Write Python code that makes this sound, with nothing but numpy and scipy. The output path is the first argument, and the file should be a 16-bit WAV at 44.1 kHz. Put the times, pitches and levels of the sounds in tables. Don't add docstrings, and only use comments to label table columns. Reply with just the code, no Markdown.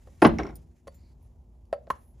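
import sys
import numpy as np
from scipy import signal
from scipy.fft import rfft, irfft
from scipy.io import wavfile
from scipy.ndimage import uniform_filter1d

SR = 44100
rng = np.random.default_rng(int(sys.argv[2]) if len(sys.argv) > 2 else 0)


def level_to_linear(level):
    exponent = np.asarray(level, float) / 20
    return 10 ** exponent


def wav_out(sig):
    wavfile.write(sys.argv[1], SR, np.round(np.clip(np.atleast_2d(sig).T, -1, 1) * 32767).astype(np.int16))


N = 97020
RISE_MS = 1.2

# [t/s, peak level/dB, contact/ms]
BLOWS = [(.2200, -15.5, 0.9), (.2212, -6.5, 0.42), (.2240, -3, 0.56), (.2300, -14, 0.93),
         (.2430, -7.5, 0.65), (.2485, -5, 0.53), (.2513, -6, 0.45), (.2545, -7, 0.44), (.2570, -6, 2.3),
         (.2640, -13.5, 1.1), (.2740, -15, 0.55), (.2920, -18.5, 0.61), (.3350, -28.5, 2.7)]
# [f/Hz, level/dB, t60/s]
BENCH_MODES = [(103, -21.5, .2), (176.3, -8.5, 0.13), (222, -9.5, 0.16), (293, -3, 0.077),
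               (340, 4.5, 0.037), (428, 0.5, 0.043), (572, -2, 0.021), (621, -7.5, 0.12), (691, -3, 0.051),
               (870, -4, 0.061), (1011, -2, .03), (1312, -17.5, 0.04), (1526, -3.5, 0.036),
               (2087, -5.5, 0.014)]


def hammer_blow():
    return strike(BLOWS, BENCH_MODES, -8.5, 0.048, 1700, RISE_MS, 0.87)


# [t/s, peak level/dB, contact/ms]
CRACKS = [
    (.2188, -23, .1),
    (.2225, -19, .12),
    (.2490, -17, .13),
    (.2545, -20, .11),
]
# [f/Hz, level/dB, t60/s]
HEAD_MODES = [(1500, 2, .025), (2050, 1, .03), (2600, -1, .025), (3630, -9, .015), (5080, -11, .06)]


def hammer_face():
    return strike(CRACKS, HEAD_MODES, -10, 0.011, 2900, 0.27, 0.34)


# [t/s, peak level/dB, contact/ms]
CHATTER = [
    (.2200, -29.5, 0.038),
    (.2275, -31, 0.026),
    (.2365, -31, 0.032),
    (.2680, -28, 0.024),
    (.2740, -36, 0.045),
]
# [f/Hz, level/dB, t60/s]
PUNCH_MODES = [(9600, -4, .02), (10050, 0, .028), (14260, -20, .04)]


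def punch_chatter():
    return strike(CHATTER, PUNCH_MODES, -10.5, 0.018, 9000, 0.091, 0.017)


SPOT_DB = 2.5


def strike(events, modes, crack_db, crack_t60, crack_hz, rise_ms, loose):
    out = np.zeros(N)
    t = np.arange(SR // 2) / SR
    hz, db, t60 = np.array(modes).T[:, :, None]
    for start, peak_db, contact_ms in events:
        spot, phase, detune = loose * rng.standard_normal((3, len(modes), 1))
        decay = level_to_linear(db + SPOT_DB * spot - 60 * t / t60)
        ring = (decay * np.sin(2 * np.pi * hz * (1 + .06 * detune) * t + phase)).sum(0)
        swing = 1 - np.exp(-t * 1000 / rise_ms)
        noise = evened(band(rng.standard_normal(len(t)), crack_hz / 5, crack_hz))
        crack = level_to_linear(crack_db - 60 * t / crack_t60) * noise
        body = ring / abs(ring).max() * swing + crack
        push = (t[:300] + .5 / SR) * 4500 / max(contact_ms, .02)
        sound = np.convolve(body, push * np.exp(-push))
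        part = out[int(start * SR):][:len(sound)]
        part += level_to_linear(peak_db) * sound[:len(part)] / abs(sound).max()
    return out


def evened(x):
    return x / np.sqrt(np.mean(x ** 2) + 1e-20)


def band(x, low_hz, high_hz, order=1):
    edges = [low_hz, min(high_hz, SR / 2.1)]
    return signal.sosfilt(signal.butter(order, edges, "band", fs=SR, output="sos"), x)


# [t/s, peak level/dB, contact/ms]
BOUNCES = [
    (.3858, -23, .11),
    (.4335, -33, .12),
    (.4670, -37, .1),
    (.4900, -44, .13),
    (.5070, -50, .14),
]
# [f/Hz, level/dB, t60/s]
PART_MODES = [(2150, 0, .012), (3680, -17, .014), (5545, -4, .012), (5620, -26, .055), (7100, -16, .014),
              (10900, -14, .007)]


def loose_part():
    return strike(BOUNCES, PART_MODES, -21, 0.022, 3500, 0.35, 0.031)


# [t/s, peak level/dB, contact/ms]
THUMPS = [(.3890, -22.5, 0.29), (.3970, -23.5, 0.32), (.4030, -25.5, 0.62), (.4130, -29, 0.97),
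          (.4240, -34, 0.37), (.4440, -29.5, 0.93), (.4510, -29, 0.31), (.4720, -31.5, 0.4),
          (.4950, -35, .4), (.5250, -42.5, 0.49)]


def bench_thumps():
    return strike(THUMPS, BENCH_MODES, -14, 0.088, 1300, RISE_MS, 1.0)


# [t/s, peak level/dB, contact/ms]
TICKS = [
    (.5553, -39, .025),
    (.5600, -43, .025),
    (.5650, -47, .025),
    (1.2267, -64, .025),
]
# [f/Hz, level/dB, t60/s]
SNAP_MODES = [(5114, -17, .06), (7100, -19, .04), (9442, -2, .03), (11620, -9, .02), (13130, -5, .035),
              (13730, 0, .03)]
# [t/s, peak level/dB, contact/ms]
TINK = [
    (.9444, -54, .025),
]
# [f/Hz, level/dB, t60/s]
RIVET_MODES = [(7160, 0, .17), (9415, -9, .12), (11750, 0, .2), (13780, -1, .13)]


def snaps():
    ticks = strike(TICKS, SNAP_MODES, -24, .06, 15000, .2, .1)
    return ticks + strike(TINK, RIVET_MODES, -7, .01, 15000, .1, 0)


# [t/s, peak level/dB, contact/ms]
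KNOCKS = [
    (1.7281, -15, 0.48),
    (1.8748, -39.5, 0.65),
]
# [f/Hz, level/dB, t60/s]
SLAB_MODES = [(487.4, -24, 0.2), (577, -10, 0.13), (620, 6, 0.031), (790, -18, 0.08), (1113, -15.5, 0.036),
              (1302, -20.5, 0.061), (1750, -32, 0.062), (2150, -32, 0.034), (2730, -38, 0.023),
              (3500, -42, .02)]
# [t/s, peak level/dB, contact/ms]
DROP = [
    (1.9020, -16.5, 0.44),
    (1.9042, -13.5, 0.53),
    (1.9110, -49.5, 0.52),
]
# [f/Hz, level/dB, t60/s]
FLAT_MODES = [(160.3, -6.5, 0.079), (258, -15.5, 0.017), (447, -23, 0.047), (594, 5.5, 0.059),
              (1085, 24.5, 0.029), (1260, -7.5, 0.03), (1520, 10, 0.028), (1980, -6, 0.015),
              (2300, -4, .02), (3540, -12, .015)]


def punch_laid_down():
    knocks = strike(KNOCKS, SLAB_MODES, -19, 0.036, 3200, 1.66, .02)
    return knocks + strike(DROP, FLAT_MODES, -10.5, 0.02, 2700, 0.4, 0.059)


# [t/s, peak level/dB, contact/ms]
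TAPS = [
    (.0722, -47.5, 0.23),
    (.0745, -45.5, 0.79),
    (.0840, -50.5, 0.73),
    (.8715, -37.5, 0.28),
    (.8735, -43, 0.4),
    (.8765, -44, 0.23),
    (.8800, -32.5, 0.27),
    (1.8707, -48, 0.15),
    (2.1960, -55.5, 0.2),
]
# [f/Hz, level/dB, t60/s]
TIP_MODES = [(562.1, -1, 0.04), (680, -3, 0.022), (1050, -4.5, .016), (1780, -11.5, 0.015),
             (2383, -19.5, 0.011), (3100, -22, 0.0087)]


def tip_taps():
    return strike(TAPS, TIP_MODES, -12, 0.011, 3500, .4, 0.49)


# [t/s, peak level/dB, contact/ms]
RINGS = [
    (.8715, -54, 0.027),
    (.8770, -44.5, 0.047),
    (1.6537, -67, 0.019),
    (1.7276, -42, 0.071),
]
# [f/Hz, level/dB, t60/s]
ROD_MODES = [(4545, -4, .09), (4400, -16, .04), (10430, -1, .065)]
# [t/s, peak level/dB, contact/ms]
CLACK = [
    (1.9022, -35.5, 0.028),
    (1.9110, -43.5, 0.022),
]
# [f/Hz, level/dB, t60/s]
RODS_MODES = [(6930, -8, .06), (9680, -8, .09), (10450, -2, .07), (13880, 2, .025)]


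def rod_ring():
    touched = strike(RINGS, ROD_MODES, 3, .022, 9000, .1, 0)
    return touched + strike(CLACK, RODS_MODES, 0.98, 0.04, 14000, .1, 0.049)


# [t/s, length/s, f/Hz, level/dB]
SLIDES = [
    (.95, 0.17, 2150, -84.5),
    (0.946, 0.2, 4460, -79),
    (1.209, 0.07, 10200, -80),
    (1.946, 0.2, 11170, -71.5),
]


def slides():
    t = np.arange(N) / SR
    out = np.zeros(N)
    for start, length, hz, db in SLIDES:
        rasp = evened(band(rng.standard_normal(N), hz * 0.926, hz * 1.11, order=2))
        stroke = np.sin(np.pi * np.clip((t - start) / length, 0, 1)) ** 0.5415
        out += level_to_linear(db) * rasp * stroke
    return out


# [f/Hz, t60/s]
ROOM_DECAY = [(60, 0.94), (250, 0.43), (1000, 0.22), (4000, 0.28), (12000, 0.077)]
# [f/Hz, level/dB]
WIDTH = [(60, -24.5), (160, -13.5), (450, -6.5), (1200, -3), (1900, -5), (2600, -12), (6000, -9.5)]


def room(x):
    taps = np.zeros((4, SR))
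    at = np.arange(120, SR - 20, 20) + rng.integers(0, 20, (4, (SR - 121) // 20))
    np.put_along_axis(taps, at, rng.choice([-1., 1.], at.shape), 1)
    hz, t, z = signal.stft(taps[:2], SR, nperseg=256)
    decay = level_to_linear(-60 * t / read(ROOM_DECAY, hz)[:, None])
    tail = signal.istft(z * decay, SR, nperseg=256)[1][:, :SR]
    early = taps[2:] * level_to_linear(-60 * np.arange(SR) / SR / 0.029)
    wet = level_to_linear(-16) * tail / np.linalg.norm(tail[0])
    wet = wet + level_to_linear(-10) * early / np.linalg.norm(early[0])
    mid, side = signal.fftconvolve(x[None], wet, axes=1)[:, :N]
    return np.array([mid, level_to_linear(3.5) * colour(side, WIDTH)])


def read(points, hz):
    f, value = np.transpose(points)
    return np.interp(np.log(hz + 1), np.log(f + 1), value)


def colour(x, points):
    return irfft(rfft(x) * level_to_linear(read(points, np.fft.rfftfreq(N, 1 / SR))), N)


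# [f/Hz, level/dB per Hz]
SLEEVE = [(700, -4), (2100, 1), (4400, -6), (7000, -0.5), (10500, -5.5), (14000, -9), (16000, -26)]
# [t/s, level/dB]
SLEEVE_LEVEL = [(0, -88), (.2, -85.5), (.45, -90), (.6, -90), (.7, -99), (.78, -93), (.85, -101.5),
                (.95, -89), (1.1, -94), (1.17, -100), (1.26, -95), (1.4, -102), (1.85, -100), (1.95, -86),
                (2.1, -99), (2.2, -94.5)]


def sleeve():
    return level(SLEEVE_LEVEL) * level_to_linear(15) * hiss(SLEEVE, 0.68, 1.9)


# [f/Hz, level/dB per Hz]
RUMBLE = [(25, -31.5), (36, -14), (55, 4.5), (100, -10), (180, -19), (360, -30), (900, -36.5), (1700, -63)]
# [t/s, level/dB]
RUMBLE_LEVEL = [(0, -52.5), (.18, -51.5), (.205, -55), (.3, -37.5), (.6, -49), (.72, -56.5), (.8, -59.5),
                (.88, -52.5), (.98, -54), (2.2, -54)]


def rumble():
    return level(RUMBLE_LEVEL) * level_to_linear(1.5) * hiss(RUMBLE, .8, 0.26)


# [f/Hz, level/dB rms]
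HUM = [(240, -71), (360, -77.5)]


def mains_hum():
    t = np.arange(N) / SR
    hum = sum(level_to_linear(db) * np.sqrt(2) * np.sin(2 * np.pi * (hz * t + rng.random())) for hz, db in HUM)
    return hum * level_to_linear(np.array([[0], [-18]]))


def level(curve):
    t, db = np.transpose(curve)
    return level_to_linear(np.interp(np.arange(N) / SR, t, db))


def hiss(points, patchy_db, flicker_db):
    frames = N // 128 + 5
    a, b, patches = rng.standard_normal((3, 2, frames, 257)).transpose(0, 1, 3, 2)
    patches = uniform_filter1d(patches[0], size=7, axis=0)
    patches = evened(uniform_filter1d(patches, size=16, axis=1))
    flicker = evened(uniform_filter1d(rng.standard_normal(frames), size=5))
    z = (a + 1j * b) * level_to_linear(patchy_db * patches + flicker_db * flicker)
    x = signal.istft(z, nperseg=512, noverlap=384)[1][:, :N]
    x = colour(x, points)
    return np.array([x[0], colour(x[1], WIDTH)]) / x[0].std()


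def scene():
    low_cut_hz = 82
    near_wet_db = -4
    far = hammer_blow() + hammer_face() + punch_chatter() + loose_part() + bench_thumps() + snaps()
    far = band(far, low_cut_hz, SR, order=2)
    near = punch_laid_down() + tip_taps() + rod_ring()
    near = band(near, low_cut_hz, SR, order=2) + slides()
    background = sleeve() + rumble() + mains_hum()
    mid, side = room(far + level_to_linear(near_wet_db) * near) + background
    return np.array([far + near + mid + side, far + near + mid - side])


def roll_off(x):
    return signal.sosfilt(signal.butter(12, 15980, fs=SR, output="sos"), x)


def record(dry):
    drift_from_hz, half_turn_hz = 6700, 1793.4
    hz = np.fft.rfftfreq(N, 1 / SR)
    turn = np.pi / 2 * np.maximum(hz - drift_from_hz, 0) / half_turn_hz
    ports = irfft(rfft(dry) * np.exp(1j * np.outer([-1, 1], turn)), N)
    mix = 1.8 * np.tanh(ports / 1.8)
    return roll_off(mix)


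dry = scene()
out = record(dry)
wav_out(out)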